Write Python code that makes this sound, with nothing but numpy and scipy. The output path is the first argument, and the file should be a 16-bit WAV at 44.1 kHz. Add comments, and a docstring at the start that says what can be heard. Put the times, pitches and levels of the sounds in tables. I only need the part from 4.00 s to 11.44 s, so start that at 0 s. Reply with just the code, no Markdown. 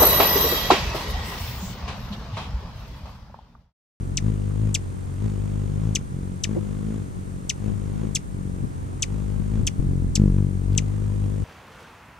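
"""Outdoors, over quiet air, microphone hiss and a camera's thin whine, a hummingbird hovers and chips.
It darts to a plastic feeder a hand's width from the camera, brakes, sips and pushes off, five times
over, with sharp falling chips between sips. Each wingbeat is a suction pulse on a smooth hum, and close
in the beats ring the feeder. Midway the bird bumps the plastic, and downwash starts to buffet the
microphone ports. Near the end it swoops round the camera, then settles into one last long sip."""
import sys
import numpy as np
from scipy import signal
from scipy.fft import rfft, irfft
from scipy.io import wavfile
from scipy.ndimage import uniform_filter1d

SR = 44100
rng = np.random.default_rng(int(sys.argv[2]) if len(sys.argv) > 2 else 0)


def digitize_waveform(pressure):
    """Quantize a signal to 16-bit integers and store it at the path in sys.argv[1].

    Rows of a 2-D input are taken as channels; values are limited to [-1, 1].
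    """
    field = np.atleast_2d(pressure).T
    bounded = np.clip(field, -1, 1)
    quanta = np.round(bounded * 32767).astype(np.int16)
    wavfile.write(sys.argv[1], SR, quanta)


N = 328104
T = np.arange(N) / SR

# Smooth hum of the two wing strokes: beat_multiple, level_db
HUM_PARTIALS = [(2, 0), (3, -4.5), (4, -6.5)]
# Spectrum of the suction pulse as the wings flip: frequency_hz, harmonic_level_db
SNAP_SPECTRUM = [(230, -4.5), (290, -3.5), (350, -11), (420, -13), (520, -21.5), (650, -34.5), (900, -35),
                 (1300, -42)]
# Air torn by the feathers: frequency_hz, density_db
SWISH_SPECTRUM = [(100, -28), (300, 10), (700, 0), (1100, 1), (1800, -7.5), (3300, -11), (4700, -21.5),
                  (7000, -10.5), (10000, -38), (15000, -47)]
# Faint crisp ticks just before and after the last chip: time_s, level_db
FAINT_TICKS = [(6.731, -48.5), (6.751, -40), (6.886, -52), (7.042, -54)]
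# The bird hangs back. Sway and snap are relative to the hum; pan is always left minus right:
# start_s, end_s, hum_db, sway_db, snap_db, rush_db, pan_db, settle_db, set_off_db
HOVERS = [(0.0, 0.164, -29, -6, -17.5, -53, 3, 2, -0.5),
          (0.817, 1.16, -28.5, -10.5, -18.5, -50, 3.5, -1, 0),
          (2.072, 2.409, -35, -6, -5.5, -52, 3, -9.5, -11),
          (3.12, 3.523, -38.5, -13, -7.5, -53, 4, -2.5, -3), (4.254, 4.657, -36, -3, -7, -53.5, 5, -12, 3),
          (4.702, 5.034, -34.5, -8.5, -17.5, -51.5, 1.5, -9, 1)]
# The bird brakes, sips and pushes off backwards:
# start_s, end_s, hum_db, sway_db, snap_db, rush_db, pan_db, brake_db, push_db, brake_extra_hz
SIPS = [(0.276, 0.659, -24.5, -6, -17.5, -47, 4.5, 4, 3, 3.5),
        (1.251, 1.875, -24, -7.5, -17, -45.5, 4, 3, 2, 3.5),
        (2.516, 2.934, -31, -6, -10.5, -46.5, 4, 3.5, 2.5, 2.5),
        (3.667, 4.041, -32.5, -4, -12, -46.5, 6.5, 4.5, 3.5, 3),
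        (5.139, 5.569, -29.5, -0.5, -13.5, -47, 6, 1.5, 3.5, 2),
        (6.757, 7.602, -21.5, -8, -19, -46.5, 4, 2, 0, 0)]
# Away and close past the camera: time_s, beat_hz, hum_db, sway_db, snap_db, rush_db, pan_db
SWOOP_PATH = [(5.76, 45.8, -38, -4.5, -7.5, -57, 5), (5.83, 46.6, -26.5, 0, -10, -48, 2),
              (6.04, 45.3, -24.5, -8, -11.5, -61, 3.5), (6.125, 42.8, -39, 3, -15.5, -60, 14),
              (6.2, 51.8, -18, -3, -7.5, -43, 1), (6.32, 46, -21.5, 1, -11.5, -47.5, 2),
              (6.4, 48.6, -21.5, -5, -10.5, -48, 4), (6.5, 46.8, -26.5, -7, -12, -53, 6.5),
              (6.67, 47, -23, -4, -18.5, -51, 6)]
# The calls; middle and lower shape the fundamental along its fall:
# start_s, length_s, pitch_ratio, roughness, level_db, middle_db, lower_db, overtones_db, pan_db
CHIP_CALLS = [(0.17, 0.02, 0.92, .25, -21, 2.5, -7, -5.5, 9),
              (0.7414, 0.022, 1.07, 0.36, -21, -4, -1, 3, 5.5),
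              (1.9493, 0.022, 1.01, 0.33, -22, -1, -2, 0.5, 6),
              (2.435, 0.02, 0.93, 0.61, -25, 6, -1.5, -1, 8),
              (3.493, 0.02, 0.97, 0.35, -22, 4.5, -3.5, -1.5, 7),
              (4.148, 0.026, 1.056, 0.67, -20.5, 1, -5, 1, 4),
              (5.0207, 0.022, 1.01, .3, -20, 0, -4, -1.5, 6.5),
              (5.6658, .022, 1.07, 0.75, -24, 3, 0, 3, 4.5),
              (6.1515, 0.024, 0.96, 0.7, -21, 7, -10.5, -2, 2.5),
              (6.7759, 0.018, 0.98, 0.3, -16.5, -9, -8, -7, 8.5)]
# The fall of one chip: length_share, pitch_hz, level_db
CHIP_CONTOUR = [(0, 8380, -19), (.06, 8244, -3), (0.14, 6560, 1.5), (0.258, 4530, -2.5), (.38, 3248, 1.5),
                (.5, 2840, -5.5), (.72, 2395, -9.5), (.92, 2026, -15), (1.12, 1660, -32.5)]
# A chip's harmonics: pitch_multiple, level_db
CHIP_PARTIALS = [(1, 3.5), (2, 3), (3, 0.5), (4, 0), (5, -9)]
# Treble response of the microphone ports towards the bird: frequency_hz, left_db, right_db
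PORT_EQ = [(1520, 3, 3), (2370, -2.5, 6.5), (3560, -2.5, 6), (4120, -7, -2.5), (5040, -4.5, -3),
           (6200, 3, -1.5), (7020, -6, -3), (7860, 1.5, 3.5), (8220, -27, -6.5), (9400, -24, -2),
           (11150, -30, -11), (14700, -27, -21)]
# Resonances of the plastic feeder: pitch_hz, width_hz, level_db, pan_db
FEEDER_MODES = [(203, 11.4, 10, 0.5), (321, 68, 2.5, -6.5), (452, 41, -13, 1), (500, 10, 1, 7)]
# The bird bumps the feeder: time_s, width_s, peak_db
FEEDER_BUMPS = [(2.572, 0.012, -17.5), (3.686, 0.016, -34), (4.046, 0.01, -27)]
# The bill taps the rim of the feeding port: start_s, level_db
BILL_TAPS = [(0.507, -43.5), (6.381, -41)]
# Downwash reaches the microphone ports: time_s, width_s, left_db, right_db
DOWNWASH_PUFFS = [(3.726, 0.041, -24.5, -38), (4.496, 0.076, -32, -43), (4.646, 0.007, -17.5, -34),
                  (5.393, 0.019, -21.5, -35), (5.601, 0.022, -17.5, -31), (5.657, 0.024, -22.5, -24),
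                  (5.798, 0.0036, -11, -26), (5.89, 0.067, -24.5, -26), (6.023, 0.0048, -21, -29.5),
                  (6.084, 0.04, -27, -23)]
# Outdoor air and microphone hiss: frequency_hz, mid_db_per_hz, side_db_per_hz
AIR_SPECTRUM = [(20, -70, -79), (45, -58, -55.5), (135, -59.5, -60.5), (310, -70.5, -71),
                (618, -84.5, -80.5), (890, -89.5, -77), (1950, -93.5, -91), (2880, -98, -100),
                (5140, -100, -104), (6700, -98, -96.5), (10040, -101, -101), (11260, -105, -106),
                (13100, -109, -110), (14600, -122, -122)]

USUAL_RUSH_DB = -51  # swish and feeder ring rise and fall about this air rush


def undb(db):
    """Decibels to gain."""
    return 10 ** (np.asarray(db) / 20)


def unit(x):
    """Scale to rms 1."""
    return x / np.sqrt(np.mean(x ** 2))


def pan(db):
    """Left and right gains for a level difference."""
    return undb(np.array([db, -db]) / 2).reshape(2, -1)


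def eq(x, hz, db):
    """Filter by a curve through a few points."""
    bins_hz = np.maximum(np.arange(N // 2 + 1) * SR / N, 1)
    return irfft(rfft(x) * undb(np.interp(np.log(bins_hz), np.log(hz), db)), N)


def band(x, hz, width_hz):
    """A two-pole resonance with gain 1 at its centre."""
    return signal.lfilter(*signal.iirpeak(hz, hz / width_hz, fs=SR), x)


def drift(rate_hz):
    """Smooth random modulation at rms 1."""
    hold = int(SR / rate_hz)
    steps = np.repeat(rng.standard_normal(N // hold + 1), hold)[:N]
    return unit(uniform_filter1d(uniform_filter1d(steps, hold), hold))


def swell(time_s, width_s):
    """A bell-shaped envelope."""
    return np.exp(-.5 * ((T - time_s) / width_s) ** 2)


def beat_pulse(beats, width):
    """A bell on every wingbeat, its width a share of the beat."""
    return np.exp(-.5 * (((beats + .5) % 1 - .5) / width) ** 2)


def stroke(beats, k):
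    """Harmonic k of a suction dip; a slight lead makes the pressure overshoot after it."""
    return -np.sqrt(2) * np.cos(2 * np.pi * k * beats + .5)


def wings(beats, beat_hz, hum_db, sway_db, snap_db, pan_db):
    """Lift swings twice a beat; once a beat the wings flip with a sharp dip in pressure."""
    tilt_db = 0.56 * (snap_db + 13)  # a harder snap brightens the hum
    hum = sum(undb(db + tilt_db * (k - 2.5) + 1.43 * drift(22)) * stroke(beats, k)
              for k, db in HUM_PARTIALS)
    power = sum(undb(db + tilt_db * (k - 3.5)) ** 2 for k, db in HUM_PARTIALS)
    sway = undb(sway_db + 0.53 * drift(14)) * stroke(beats, 0.99)  # low throb near the beat rate
    body = (hum / np.sqrt(power) + sway) * pan(pan_db)
    snap_hz, shape_db = np.transpose(SNAP_SPECTRUM)
    snap = sum(undb(np.interp(k * beat_hz, snap_hz, shape_db)) * stroke(beats, k) for k in range(5, 24))
    snap = snap * undb(snap_db + drift(50)) * pan(pan_db - 3)
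    return undb(hum_db) * (body + snap)


def flight(glide_s=0.039, brake_s=.036, push_s=.045, push_lead_s=0.019, push_extra_hz=4.4):
    """The wings ease at each end of a hover, and beat harder and faster to brake and push off."""
    hover_beat_hz, sip_beat_hz = 46.12, 50.05
    stations = list(SWOOP_PATH)
    surge_db = glide_db = quicken_hz = 0
    for start, end, *sound, settle_db, set_off_db in HOVERS:
        stations += [(s, hover_beat_hz, *sound) for s in (start, end)]
        glide_db += settle_db * swell(start, glide_s) + set_off_db * swell(end, glide_s)
    for start, end, *sound, brake_db, push_db, brake_extra_hz in SIPS:
        stations += [(s, sip_beat_hz, *sound) for s in (start, end)]
        brake = swell(start, brake_s)
        surge_db += brake_db * brake + push_db * swell(end, push_s)
        quicken_hz += brake_extra_hz * brake + push_extra_hz * swell(end - push_lead_s, push_s)
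    times, *columns = np.transpose(sorted(stations))
    beat_hz, hum_db, sway_db, snap_db, rush_db, pan_db = (np.interp(T, times, c) for c in columns)
    hum_db += surge_db + glide_db + 0.53 * drift(10)  # the bird never holds quite still
    beat_hz += quicken_hz + .15 * glide_db + 0.2995 * drift(14)
    snap_db += 0.9 * surge_db + 0.31 * glide_db
    rush_db += 1.27 * surge_db + 0.68 * glide_db
    return beat_hz, hum_db, sway_db, snap_db, rush_db, pan_db


def feather_swish(beats, rush_db, depth=0.49, scatter_db=2.5):
    """Turbulence off the feathers, with a crisp flick on each beat and a few faint ticks."""
    tremolo = 1 + depth * np.cos(2 * np.pi * beats)
    noise = rng.standard_normal(N) + 0.52 * rng.standard_normal((2, N))
    level_db = -56 + 0.94 * (rush_db - USUAL_RUSH_DB)
    rush = unit(eq(noise, *np.transpose(SWISH_SPECTRUM))) * tremolo * undb(level_db)
    beat_flicks = beat_pulse(beats, 0.053) * undb(rush_db - 12 + scatter_db * drift(50))
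    ticks = sum(undb(db) * swell(s, 0.00079) for s, db in FAINT_TICKS)
    crisp = unit(band(rng.standard_normal(N), hz=2600, width_hz=3200))
    return rush + (beat_flicks + ticks) * crisp


def chips():
    """Each call dives about two octaves in a fiftieth of a second; some are hoarse."""
    out = np.zeros((2, N))
    share, pitch_hz, contour_db = np.transpose(CHIP_CONTOUR)
    waver, rasp = .05 * drift(1700), 3 * drift(2200)
    for start, length, ratio, rough, level_db, middle_db, lower_db, overtones_db, pan_db in CHIP_CALLS:
        span = int(start * SR) + np.arange(int(length * share[-1] * SR))
        progress = (span - span[0]) / SR / length
        hz = ratio * np.interp(progress, share, pitch_hz) * (1 + rough * waver[span])
        phase = 2 * np.pi * np.cumsum(hz) / SR
        # the fundamental may swell midway and fade as it falls
        root_db = middle_db * np.interp(progress, [.14, .24, .34], [0, 1, 0])
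        root_db += lower_db * np.interp(progress, [.22, .34], [0, 1])
        tone = sum(undb(db + (overtones_db if k > 1 else root_db)) * np.sin(k * phase) * (k * hz < SR / 2)
                   for k, db in CHIP_PARTIALS)
        envelope = undb(level_db + np.interp(progress, share, contour_db) + rough * rasp[span])
        out[:, span] += tone * envelope * signal.windows.tukey(len(span), .06) * pan(pan_db)
    return out


def microphone_ports(x):
    """Each port's peaks colour the falling overtones; the right side lags by one sample."""
    hz, left_db, right_db = np.transpose(PORT_EQ)
    return np.array([eq(x[0], hz, left_db), np.roll(eq(x[1], hz, right_db), shift=1)])


def yard_reverb(x, near_t60_s=0.068, near_db=-15, far_t60_s=0.32, far_db=-32):
    """Quick scatter from the feeder and eaves, then a faint tail from the trees."""
    t = T[:SR // 2]
    decay = sum(undb(db - 60 * t / t60) * np.sqrt(2 * np.log(1000) / (t60 * SR))
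                for db, t60 in [(near_db, near_t60_s), (far_db, far_t60_s)])
    return x + signal.fftconvolve(x, rng.standard_normal((2, len(t))) * decay, axes=1)[:, :N]


def feeder_body(push):
    """The plastic's modes rock the camera: the two microphone ports move in opposite senses."""
    ring = sum(undb(db) * band(push, hz, width) * pan(pan_db) for hz, width, db, pan_db in FEEDER_MODES)
    return ring * np.array([[-1], [1]])


def feeder_ring(beats, rush_db, ring_db=7):
    """Every wingbeat pushes on the feeder, more so the nearer the bird."""
    push = beat_pulse(beats, 0.02) * undb(1.2 * drift(50)) + .06 * rng.standard_normal(N)
    nearness_db = 1.15 * (rush_db - USUAL_RUSH_DB)
    return unit(feeder_body(push)) * undb(USUAL_RUSH_DB + ring_db + nearness_db)


def feeder_bumps(judder_hz=335, scuff_top_hz=560, lag_s=0.0004):
    """A short judder with soft scuffing rings the feeder; the right port feels it a moment later."""
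    out = np.zeros((2, N))
    for time_s, width_s, peak_db in FEEDER_BUMPS:
        rub = signal.sosfilt(signal.butter(4, scuff_top_hz, fs=SR, output="sos"), rng.standard_normal(N))
        push = np.sin(2 * np.pi * judder_hz * T) + unit(np.gradient(rub))
        knock = feeder_body(push * swell(time_s, width_s) + 1e-18)
        out += undb(peak_db) * knock / np.abs(knock).max(axis=1, keepdims=True)
    return np.array([out[0], np.interp(T - lag_s, T, out[1])])


def bill_taps(tap_hz=1020, width_hz=600, decay_s=0.0087):
    """A light dry tick of the bill on plastic."""
    envelope = sum(undb(db) * (T >= s) * np.exp(-np.abs(T - s) / decay_s) for s, db in BILL_TAPS)
    noise = rng.standard_normal(N) + 0.94 * rng.standard_normal((2, N))
    return envelope * unit(band(band(noise, tap_hz, width_hz), tap_hz, width_hz * 2))


def downwash(top_hz=190):
    """Eddies hit each microphone port on their own as soft low thumps."""
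    rumble = band(rng.standard_normal((2, N)), hz=60, width_hz=90)
    eddies = unit(signal.sosfilt(signal.butter(2, top_hz, fs=SR, output="sos"), rumble))
    eddies /= np.sqrt(uniform_filter1d(eddies ** 2, size=1200) + 0.069)  # evens out the level
    puffs = sum(swell(s, width) * undb([[left], [right]]) for s, width, left, right in DOWNWASH_PUFFS)
    return eddies * puffs


def air_and_hiss(air_top_hz=1200, drift_db=.7):
    """The bed: still outdoor air drifts below, even microphone hiss lies above."""
    hz, mid_db, side_db = np.transpose(AIR_SPECTRUM)
    mid, side = (eq(rng.standard_normal(N), hz, db) * np.sqrt(SR / 2) for db in (mid_db, side_db))
    bed = mid + side * np.array([[1], [-1]])
    lows = signal.sosfiltfilt(signal.butter(2, air_top_hz, fs=SR, output="sos"), bed)
    return bed + lows * (undb(drift_db * drift(3.05)) - 1)


def camera_whine(pitch_hz=8555, picture_hz=59.94, level_db=-65, pan_db=-11):
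    """The camera's electronics sing in bursts, one for each picture, each at a fresh phase."""
    pictures = picture_hz * T + .03
    gate = np.sin(np.pi * (pictures % 1)) ** 4.8
    phase = rng.uniform(0, 2 * np.pi, int(pictures[-1]) + 1)[pictures.astype(int)]
    return unit(gate * np.sin(2 * np.pi * pitch_hz * T + phase)) * undb(level_db) * pan(pan_db)


def scene():
    """The flight drives wings, swish and feeder ring; calls, knocks, puffs and the bed join the mix."""
    beat_hz, hum_db, sway_db, snap_db, rush_db, pan_db = flight()
    beats = np.cumsum(beat_hz) / SR - .5 + .003 * drift(50)  # no two beats are quite alike
    bird = wings(beats, beat_hz, hum_db, sway_db, snap_db, pan_db) + feather_swish(beats, rush_db)
    calls = yard_reverb(microphone_ports(chips()))
    feeder = feeder_ring(beats, rush_db) + feeder_bumps() + bill_taps()
    return bird + calls + feeder + downwash() + air_and_hiss() + camera_whine()


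def record(dry):
    """The camera cuts the top above 15 kHz."""
    return signal.sosfilt(signal.ellip(8, .2, 70, 15000, fs=SR, output="sos"), dry)


dry = scene()
out = record(dry)
digitize_waveform(out)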